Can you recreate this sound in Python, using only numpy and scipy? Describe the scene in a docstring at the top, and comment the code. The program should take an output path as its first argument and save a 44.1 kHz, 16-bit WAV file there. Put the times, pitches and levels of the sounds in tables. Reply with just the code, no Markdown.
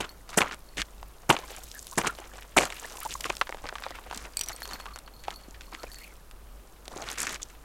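"""Boot in river ice, small trap set down.

A boot stamps slush and crust out of a hole in river ice, a small fishing trap is set down and snow
is scraped round it. Crushes and loose snow are noise snaps through resonances; shards are noise
bursts with splinters. Wet ice chirps as gliding sines; trap and pin ring as decaying modes.
Below lie rumble and hiss of shaped noise, a wavering mains hum and two faint whines."""
import sys
import numpy as np
from scipy import signal
from scipy.fft import rfft, irfft
from scipy.io import wavfile
from scipy.ndimage import uniform_filter1d

SR = 44100
rng = np.random.default_rng(int(sys.argv[2]) if len(sys.argv) > 2 else 0)


def digitize_waveform(pressure):
    """Quantize a signal to 16-bit integers and store it at the path in sys.argv[1].

    Rows of a 2-D input are taken as channels; values are limited to [-1, 1].
    """
    field = np.atleast_2d(pressure).T
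    bounded = np.clip(field, -1, 1)
    quanta = np.round(bounded * 32767).astype(np.int16)
    wavfile.write(sys.argv[1], SR, quanta)


N = 336924
T = np.arange(N) / SR


def undb(db):
    """Decibels to gain."""
    return 10 ** (np.asarray(db) / 20)


def level(x, db):
    """Scale to an rms level in dB."""
    return x * undb(db) / np.sqrt(np.mean(x ** 2))


def band(x, hz, width_hz):
    """Resonance with gain 1 at its centre."""
    return signal.lfilter(*signal.iirpeak(hz, hz / width_hz, fs=SR), x)


def steep(x, hz, width_hz):
    """The same resonance applied twice."""
    return band(band(x, hz, width_hz), hz, width_hz)


def fade(t, t60_s):
    """Exponential decay by 60 dB in t60_s, at least 2 ms."""
    return np.exp(-np.log(1000) * t / max(t60_s, .002))


def smooth_noise(count, width):
    """White noise under a moving average of width samples."""
    return uniform_filter1d(rng.standard_normal(count), size=width)


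def add(out, start_s, x):
    """Mix a short sound in at a time."""
    i = max(int(start_s * SR), 0)
    out[i:i + len(x)] += x[:N - i]


# Background noise spectrum. Each row: frequency in Hz, relative density in dB per Hz.
AIR_SPECTRUM = [(12, 2), (20, 8.5), (60, -15.5), (98, -12), (127, -13.5), (499, -14.5), (759, -17),
                (1260, -18.5), (2080, -29), (4420, -31), (12800, -32), (16000, -35)]
AIR_DB = -52


def air():
    """Outdoor rumble and recorder hiss: white noise shaped in the frequency domain."""
    f = np.maximum(np.fft.rfftfreq(N, 1 / SR), 1)
    hz, db = np.transpose(AIR_SPECTRUM)
    shape = undb(np.interp(np.log(f), np.log(hz), db))
    return level(irfft(rfft(rng.standard_normal(N)) * shape, N), AIR_DB)


HUM_HZ, HUM_DB = 48.2, -50.5


def hum():
    """Mains hum: a sine whose phase drifts and whose level swells at random."""
    drift_rad = level(smooth_noise(N, SR // 15), -1.1)
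    swell_db = level(smooth_noise(N, SR // 12), 9.1)
    return level(undb(swell_db) * np.sin(2 * np.pi * HUM_HZ * T + drift_rad), HUM_DB)


# Faint steady whines. Each row: centre in Hz, width in Hz, rms level in dB.
WHINE_BANDS = [(9700, 58.6, -75.5), (13000, 130, -74)]


def whines():
    """Noise through narrow resonances."""
    return sum(level(band(rng.standard_normal(N), hz, width_hz), db) for hz, width_hz, db in WHINE_BANDS)


# Chirps of air and wet ice. Each row: start in s, length in s, level in dB, first and last pitch in Hz.
CHIRP_EVENTS = [(1.423, 0.025, -46, 990, 1070), (1.741, 0.044, -48, 1777, 1660),
                (1.921, 0.015, -42, 970, 1050), (2.079, 0.023, -35.5, 1317, 1340),
                (2.842, 0.014, -42, 1640, 2130), (3.026, 0.022, -43, 1275, 1430),
                (3.051, 0.015, -31.5, 758, 935), (3.153, 0.0042, -33, 1020, 1074),
                (4.869, 0.02, -47.5, 1150, 1170), (4.905, 0.021, -43.5, 1180, 1160),
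                (5.772, 0.055, -52.5, 1244, 1410), (5.865, 0.043, -58.5, 1600, 1830),
                (5.866, 0.013, -53, 2280, 2450), (5.958, 0.098, -63, 1850, 1930),
                (6.009, 0.042, -52, 1950, 2530), (6.032, .015, -54, 3030, 2650),
                (6.067, 0.061, -59, 2450, 2030), (7.398, 0.0085, -47, 1130, 1130),
                (7.417, 0.008, -42.5, 3570, 3520)]
CHIRP_ATTACK_S, CHIRP_T60_S = 0.0019, 0.025
CHIRP_WOBBLE = 0.042  # rms share of pitch
CHIRP_SWING_DB = 4.5  # rms


def chirps():
    """Short rough tones that glide unsteadily and break up as air squeezes out or ice rubs."""
    out, t = np.zeros(N), T[:SR // 6]
    for start_s, length_s, db, first_hz, last_hz in CHIRP_EVENTS:
        flutter, wobble = smooth_noise((2, len(t)), 60)
        pitch_wobble = CHIRP_WOBBLE * level(uniform_filter1d(wobble, size=150), 0)
        hz = np.interp(t, [0, length_s], [first_hz, last_hz]) * (1 + pitch_wobble)
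        tone = np.sin(2 * np.pi * np.cumsum(hz) / SR)
        swing_db = CHIRP_SWING_DB * level(uniform_filter1d(wobble[::-1], size=300), 0)
        envelope = np.minimum(t / CHIRP_ATTACK_S, 1) * fade(np.maximum(t - length_s, 0), CHIRP_T60_S)
        add(out, start_s, undb(db + swing_db) * (1 + 3.6 * flutter) * envelope * tone)
    return out


def snaps(rate_hz, spread_db, smear_s):
    """Noise bursts at random times, uneven in size, each decaying with time constant smear_s."""
    size = undb(spread_db * np.minimum(rng.exponential(size=N), 4))
    hits = size * (rng.random(N) < rate_hz / SR)
    return signal.lfilter([1], [1, -np.exp(-1 / (smear_s * SR))], hits) * rng.standard_normal(N)


def grains(modes, rate_hz, spread_db, shared, smear_s):
    """Crushed grains at rms 1: every resonance hears common snaps and its own."""
    common = snaps(rate_hz, spread_db, smear_s)
    total = np.zeros(N)
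    for hz, width_hz, db in modes:
        own = snaps(rate_hz, spread_db, smear_s)
        total += undb(db) * steep(shared * common + own, hz, width_hz)
    return level(total, 0)


# Crust resonances, also used by stamps. Each row: centre in Hz, width in Hz, gain in dB.
COARSE_MODES = [(360, 220, 3.5), (633, 960, 7.5), (1246, 840, 2.5), (2094, 2360, 3), (2865, 2500, -2)]
# Fine grain resonances, also used by stamps. Each row: centre in Hz, width in Hz, gain in dB.
FINE_MODES = [(4250, 4100, 5), (6840, 4230, 8), (10750, 9000, 3.5)]
# Loose snow shifting. Each row: time in s, gain of coarse grains in dB, gain of fine grains in dB.
SHUFFLE_LEVELS = [(0, -65.5, -67), (1.28, -60.5, -65), (1.5, -48, -51.5), (1.9, -65, -50.5),
                  (2.13, -48.5, -58), (2.36, -55.5, -59.5), (2.55, -61, -63), (2.72, -45.5, -51),
                  (3.15, -53, -47.5), (3.6, -58.5, -61.5), (3.9, -48.5, -59), (4.05, -55, -61.5),
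                  (4.7, -48.5, -54.5), (5.05, -62, -72), (6.05, -57, -56.5), (6.25, -68, -73),
                  (6.8, -65.5, -71), (7.11, -41.5, -58), (7.16, -50.5, -57), (7.4, -59, -65)]


def plinks():
    """Wet bits: 260 tiny sines at random times and pitches, rising slightly as they die."""
    out, t = np.zeros(N), T[:SR // 25]
    for when, pitch, size in rng.random((260, 3)):
        hz = 600 * 7 ** pitch
        tone = np.sin(2 * np.pi * hz * t * (1 + 1.6 * t))
        add(out, when * N / SR, 5.0 * size ** 2 * fade(t, 35 / hz) * tone)
    return out


def shuffle():
    """Sparse crackle of loose crumbs over a soft rustle of dense grains, with wet plinks."""
    time_s, coarse_db, fine_db = np.transpose(SHUFFLE_LEVELS)
    coarse = grains(COARSE_MODES, 40, 3.5, 0.098, 0.0096)
    coarse += 0.31 * grains(COARSE_MODES, 1200, 2.0, 0.16, 0.002)
    fine = grains(FINE_MODES, 45, 3.5, .2, .0013)
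    fine += .6 * grains(FINE_MODES, 1200, 1.7, .1, .0013)
    coarse_gain = undb(np.interp(T, time_s, coarse_db))
    fine_gain = undb(np.interp(T, time_s, fine_db))
    return coarse_gain * (coarse + plinks()) + fine_gain * fine


STRIKE_DB, STRIKE_T60_S = -2, 0.008  # broad tick of metal on metal


def ring(modes, scatter_db):
    """A blow excites the modes unevenly, slightly off pitch; loose contact roughens the ring."""
    t = T[:SR // 4]
    x = np.zeros(len(t))
    for hz, db, t60_s in modes:
        gain = undb(db + scatter_db * rng.standard_normal())
        mode_hz = hz * (1 + 0.0069 * rng.standard_normal())
        x += gain * fade(t, t60_s) * np.sin(2 * np.pi * mode_hz * t)
    x *= 1 + 1.5 * smooth_noise(len(t), 60)
    tick = band(rng.standard_normal(len(t)), 5800, 6100) * fade(t, STRIKE_T60_S)
    return x / np.max(np.abs(x)) + undb(STRIKE_DB) * tick


# Modes of the loose steel pin. 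Each row: frequency in Hz, relative level in dB, t60 in s.
PIN_MODES = [(4336, 15, 0.037), (4426, 3, 0.14), (10140, 2.5, 0.034), (12150, -1.5, 0.13)]
# Pin rattling by itself. Each row: start in s, stop in s, mean level in dB.
PIN_CHATTER = [(.64, .74, -53), (4.453, 4.87, -51), (5.13, 5.44, -50.5), (5.601, 5.825, -54),
               (5.938, 6.03, -45.5)]
# Pin struck. Each row: start in s, level in dB.
PIN_STRIKES = [(0.0922, -36.5), (4.383, -36), (4.53, -34.5), (4.6304, -30), (4.69, -34), (4.7334, -28),
               (4.808, -39.5), (4.936, -41), (5.0625, -44.5), (5.3416, -42), (5.36, -38), (5.195, -46),
               (5.7975, -43), (5.917, -36), (5.955, -42)]


def pin():
    """Loose steel pin: single strikes, and rattles of uneven blows about every 16 ms."""
    out = np.zeros(N)
    for start_s, stop_s, db in PIN_CHATTER:
        for s in np.arange(start_s, stop_s, .016):
            blow_db = db + 3.5 * rng.standard_normal()
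            add(out, s + .02 * rng.random(), undb(blow_db) * ring(PIN_MODES, 5))
    for start_s, db in PIN_STRIKES:
        add(out, start_s, undb(db) * ring(PIN_MODES, 4))
    return out


# Modes of the trap's plate. Each row: frequency in Hz, relative level in dB, t60 in s.
PLATE_MODES = [(2260, -9, 0.082), (2480, -4.5, 0.093), (4590, 11, 0.032), (7970, 17, 0.014),
               (8370, 15, 0.024), (13700, -1, 0.018)]
# Modes of the hook. Each row: frequency in Hz, relative level in dB, t60 in s.
HOOK_MODES = [(3040, -2, 0.03), (5810, 15, 0.035), (9200, 4, 0.03), (10500, -4, 0.015), (12000, -1, 0.034)]
# Trap parts knocking. Each row: start in s, level in dB, gain of the hook's modes in dB.
TRAP_CLINKS = [(4.3702, -14, -23), (4.3926, -18, -5), (4.411, -11, 7), (4.4354, -26, 2), (4.44, -29, 8),
               (4.4613, -32, 0), (4.477, -34, 12), (4.4858, -21.5, 16), (4.563, -30, -6)]


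def trap():
    """Knocks of the trap: plate and hook modes ring together in varying balance."""
    out = np.zeros(N)
    for start_s, db, hook_db in TRAP_CLINKS:
        hook = [(hz, mode_db + hook_db, t60_s) for hz, mode_db, t60_s in HOOK_MODES]
        add(out, start_s, undb(db) * ring(list(PLATE_MODES) + hook, 2.5))
    return out


# Single shards. Each row: start in s, peak of body in dB, pitch in Hz, peak of treble tick in dB.
SHARDS = [(.292, -30.5, 980, -28.5), (0.331, -28, 1760, -45), (0.343, -24.5, 1500, -33),
          (.407, -11, 1050, -29), (0.426, -13, 820, -36), (0.512, -22, 1630, -47), (.818, -9, 2200, -36),
          (1.029, -30.5, 880, -38), (1.366, -14.5, 980, -38), (1.389, -32, 510, -24.5),
          (1.505, -34.5, 477, -31), (1.714, -56, 455, -26.5), (1.869, -35, 3860, -31),
          (2.07, -12, 1590, -31), (2.187, -30.5, 620, -35), (2.382, -33.5, 1200, -51),
          (2.424, -29, 2120, -55), (2.587, -3.5, 657, -31), (2.703, -20, 2750, -47),
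          (2.724, -23, 1730, -39), (2.97, -33.5, 2130, -27), (3.013, -32, 1360, -50),
          (3.207, -47, 3830, -22), (3.243, -15, 2210, -46), (3.328, -34, 1100, -54), (3.368, -42, 554, -24),
          (3.413, -7, 1020, -30), (3.471, -27, 1250, -52), (3.493, -22, 600, -28), (3.525, -21.5, 755, -48),
          (3.546, -26, 685, -34), (3.571, -35, 900, -40), (3.656, -23, 760, -40), (3.667, -26, 1800, -45),
          (3.689, -21.5, 1390, -48), (3.726, -24.5, 546, -55), (3.742, -38, 800, -43),
          (3.755, -21.5, 1180, -36), (3.784, -26.5, 1490, -40), (3.823, -29, 1000, -34),
          (3.838, -21.5, 1430, -53), (3.865, -22, 730, -53), (3.907, -29, 430, -29),
          (3.953, -34.5, 1100, -53), (3.987, -29.5, 1040, -57), (4.112, -20, 1020, -43),
          (4.127, -23, 970, -36), (4.177, -35.5, 735, -23), (4.417, -26, 3050, -45),
          (4.495, -25, 1160, -32), (4.62, -24, 1380, -26), (4.655, -26.5, 1510, -26),
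          (4.712, -23.5, 1220, -30), (4.8, -27.5, 930, -33), (4.857, -26, 1050, -33),
          (4.96, -26.5, 1260, -27), (4.988, -37, 1340, -29), (5.077, -34.5, 1120, -50),
          (5.238, -32.5, 2440, -56), (5.282, -18.5, 875, -47), (5.306, -24, 2550, -47),
          (5.483, -38.5, 286, -60), (5.609, -31.5, 2180, -46), (5.749, -23, 1930, -59),
          (5.833, -26, 550, -24), (5.935, -34.5, 1900, -48), (6.312, -37, 1950, -36),
          (6.855, -47, 1500, -36), (6.88, -30.5, 600, -23.5), (6.963, -28.5, 394, -50),
          (7.023, -24, 840, -28), (7.101, -29, 1590, -22.5), (7.185, -35, 1580, -23),
          (7.204, -30, 1700, -24), (7.269, -17.5, 1710, -28), (7.294, -27, 2000, -24.5),
          (7.358, -28, 1900, -38)]
SPLINTER_DB, SPLINTER_DB_PER_DB = -5.5, -0.62  # top size at a -26.5 dB shard; hard shards snap cleaner
SPLINTER_MAX_S, SPLINTER_T60_S = .016, 0.0069  # latest lag; decay
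OVERTONE_RATIO, OVERTONE_DB = 2.36, -13


def cracks():
    """A sharp snap rings a few cycles in the shard, three splinters follow; a treble tick rides on it."""
    out, t = np.zeros(N), T[:SR // 12]
    for start_s, db, hz, treble_db in SHARDS:
        rough, hiss = rng.standard_normal((2, len(t)))
        rough[0] += 2.5  # initial snap
        breaks = fade(t, 0.0016) + 0.16 * fade(t, 0.033)
        splinter_gain = undb(SPLINTER_DB + SPLINTER_DB_PER_DB * (db + 26.5))
        for lag, size in rng.random((3, 2)):
            since_s = t - SPLINTER_MAX_S * lag ** 2
            breaks += splinter_gain * size * (since_s > 0) * fade(np.abs(since_s), SPLINTER_T60_S)
        snap = rough * breaks
        body = steep(snap, hz, 1.23 * hz) + undb(OVERTONE_DB) * steep(snap, OVERTONE_RATIO * hz, hz)
        tick = steep(hiss * breaks * fade(t, 0.042), 4500, 7300)
        body_out = undb(db) * body / np.max(np.abs(body))
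        add(out, start_s, body_out + undb(treble_db) * tick / np.max(np.abs(tick)))
    return out


# Boot or hand crushing crust. Each row: start in s, crushing time in s, body gain in dB,
# body centre in Hz, treble gain in dB.
CRUSHES = [(.002, 0.0061, -18, 1170, -30.5), (0.019, 0.013, -35, 1520, -44), (0.04, 0.0087, -28, 1310, -43),
           (.29, 0.2, -43.5, 1270, -47.5), (0.37, 0.017, -10, 720, -19.5), (0.401, 0.019, -17, 1030, -32),
           (.43, 0.066, -38.5, 1140, -58), (0.508, 0.035, -34, 1560, -44), (.767, 0.044, -28, 2310, -36),
           (1.291, 0.019, -7, 1130, -23), (1.321, 0.024, -25.5, 730, -38.5),
           (1.974, 0.011, -10.5, 460, -24), (1.985, 0.03, -27, 900, -38), (2.032, 0.042, -27, 1120, -43),
           (2.064, 0.015, -24.5, 1120, -31.5), (2.564, 0.019, -10, 1010, -21),
           (2.592, 0.045, -21, 770, -32.5), (2.641, 0.028, -32.5, 1160, -36),
           (3.089, 0.042, -37.5, 2500, -37.5), (3.249, 0.012, -22.5, 1000, -36.5),
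           (3.294, 0.0063, -21.5, 1080, -34.5), (3.637, 0.0037, -22, 402, -43.5),
           (4.123, 0.135, -45, 1220, -44), (4.162, 0.0056, -32, 236, -57), (4.492, 0.028, -40.5, 1380, -41),
           (4.701, 0.054, -37, 1240, -43.5), (5.264, 0.077, -44, 1160, -54), (5.72, 0.034, -39, 1010, -53),
           (6.9, 0.155, -39.5, 830, -47.5), (7.05, 0.092, -38.5, 1530, -39.5),
           (7.171, 0.085, -31.5, 1760, -34), (7.263, 0.097, -34, 1740, -38),
           (7.415, 0.014, -45, 3600, -35.5)]
BITE_S, BITE_SHARE, RELEASE_T60_S = 0.0049, 0.071, 0.035  # rise, plus a share of crushing time; stop
SETTLE_DB, SETTLE_T60_S = -24, 0.37
THUD_DB, THUD_DB_PER_OCTAVE = -13.5, -1  # re body gain, at a 1 kHz centre; deeper crushes thud more
BRIGHTEN_RATIO = 1.96  # a higher band grows in during dense crushes


def stamps():
    """Crust gives way, crumbs settle; hard blows are dense, light ones break into separate crackles."""
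    out = np.zeros(N)
    dense_coarse = grains(COARSE_MODES, 450, 7.0, 0.95, 0.00075)
    dense_fine = grains(FINE_MODES, 600, 2.3, 0.56, 0.00097)
    sparse_coarse = grains(COARSE_MODES, 110, 2.3, 0.86, 0.0017)
    sparse_fine = grains(FINE_MODES, 130, 6.7, 1.44, 0.00064)
    thud = level(steep(rng.standard_normal(N), 232, 544), 0)
    for start_s, hold_s, db, hz, treble_db in CRUSHES:
        first = max(int(start_s * SR), 0)
        i = slice(first, first + SR // 3)
        t = T[:len(out[i])]
        progress = np.clip(t / hold_s, 0, 1)
        bite = np.minimum(t / (BITE_S + BITE_SHARE * hold_s), 1)
        crush = bite * fade(np.maximum(t - hold_s, 0), RELEASE_T60_S)
        settle = undb(SETTLE_DB) * progress * fade(t, SETTLE_T60_S)

        dense = np.clip((db + 45) / 25, .3, 1)
        sparse = np.sqrt(1 - dense ** 2)
        grit = dense * dense_coarse[i] + sparse * sparse_coarse[i]
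        body = steep(grit, hz, 1.24 * hz)
        bright_hz = BRIGHTEN_RATIO * hz
        body += dense ** 2 * progress * steep(grit, bright_hz, bright_hz)
        body = body * crush + band(sparse_coarse[i], hz, 1.4 * hz) * settle

        top_hz = np.clip(5998 + 200 * (treble_db + 33.5), 4000, 12000)  # harder blows shatter finer
        dust = dense * dense_fine[i] + sparse * sparse_fine[i]
        top = steep(dust, top_hz, 7400) * crush + band(sparse_fine[i], top_hz, 6100) * settle

        thud_db = db + THUD_DB + THUD_DB_PER_OCTAVE * np.log2(hz / 1000)
        low = undb(thud_db) * thud[i] * (crush + settle)
        out[i] += undb(db) * body + undb(treble_db) * top + low
    return out


def scene():
    """Open ice: all sources dry, one channel."""
    background = air() + hum() + whines()
    return (background + chirps() + shuffle() + pin() + trap() + cracks() + stamps())[None]


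TOP_HZ, EDGE_HZ = 15900, 16700


def record(dry):
    """The recorder rounds the loudest peaks and cuts the top with two low-passes."""
    soft = np.tanh(1.5 * dry) / 1.5
    soft = signal.sosfilt(signal.ellip(6, .2, 25, TOP_HZ, fs=SR, output="sos"), soft)
    return signal.sosfilt(signal.ellip(10, .2, 80, EDGE_HZ, fs=SR, output="sos"), soft)


dry = scene()
out = record(dry)
digitize_waveform(out)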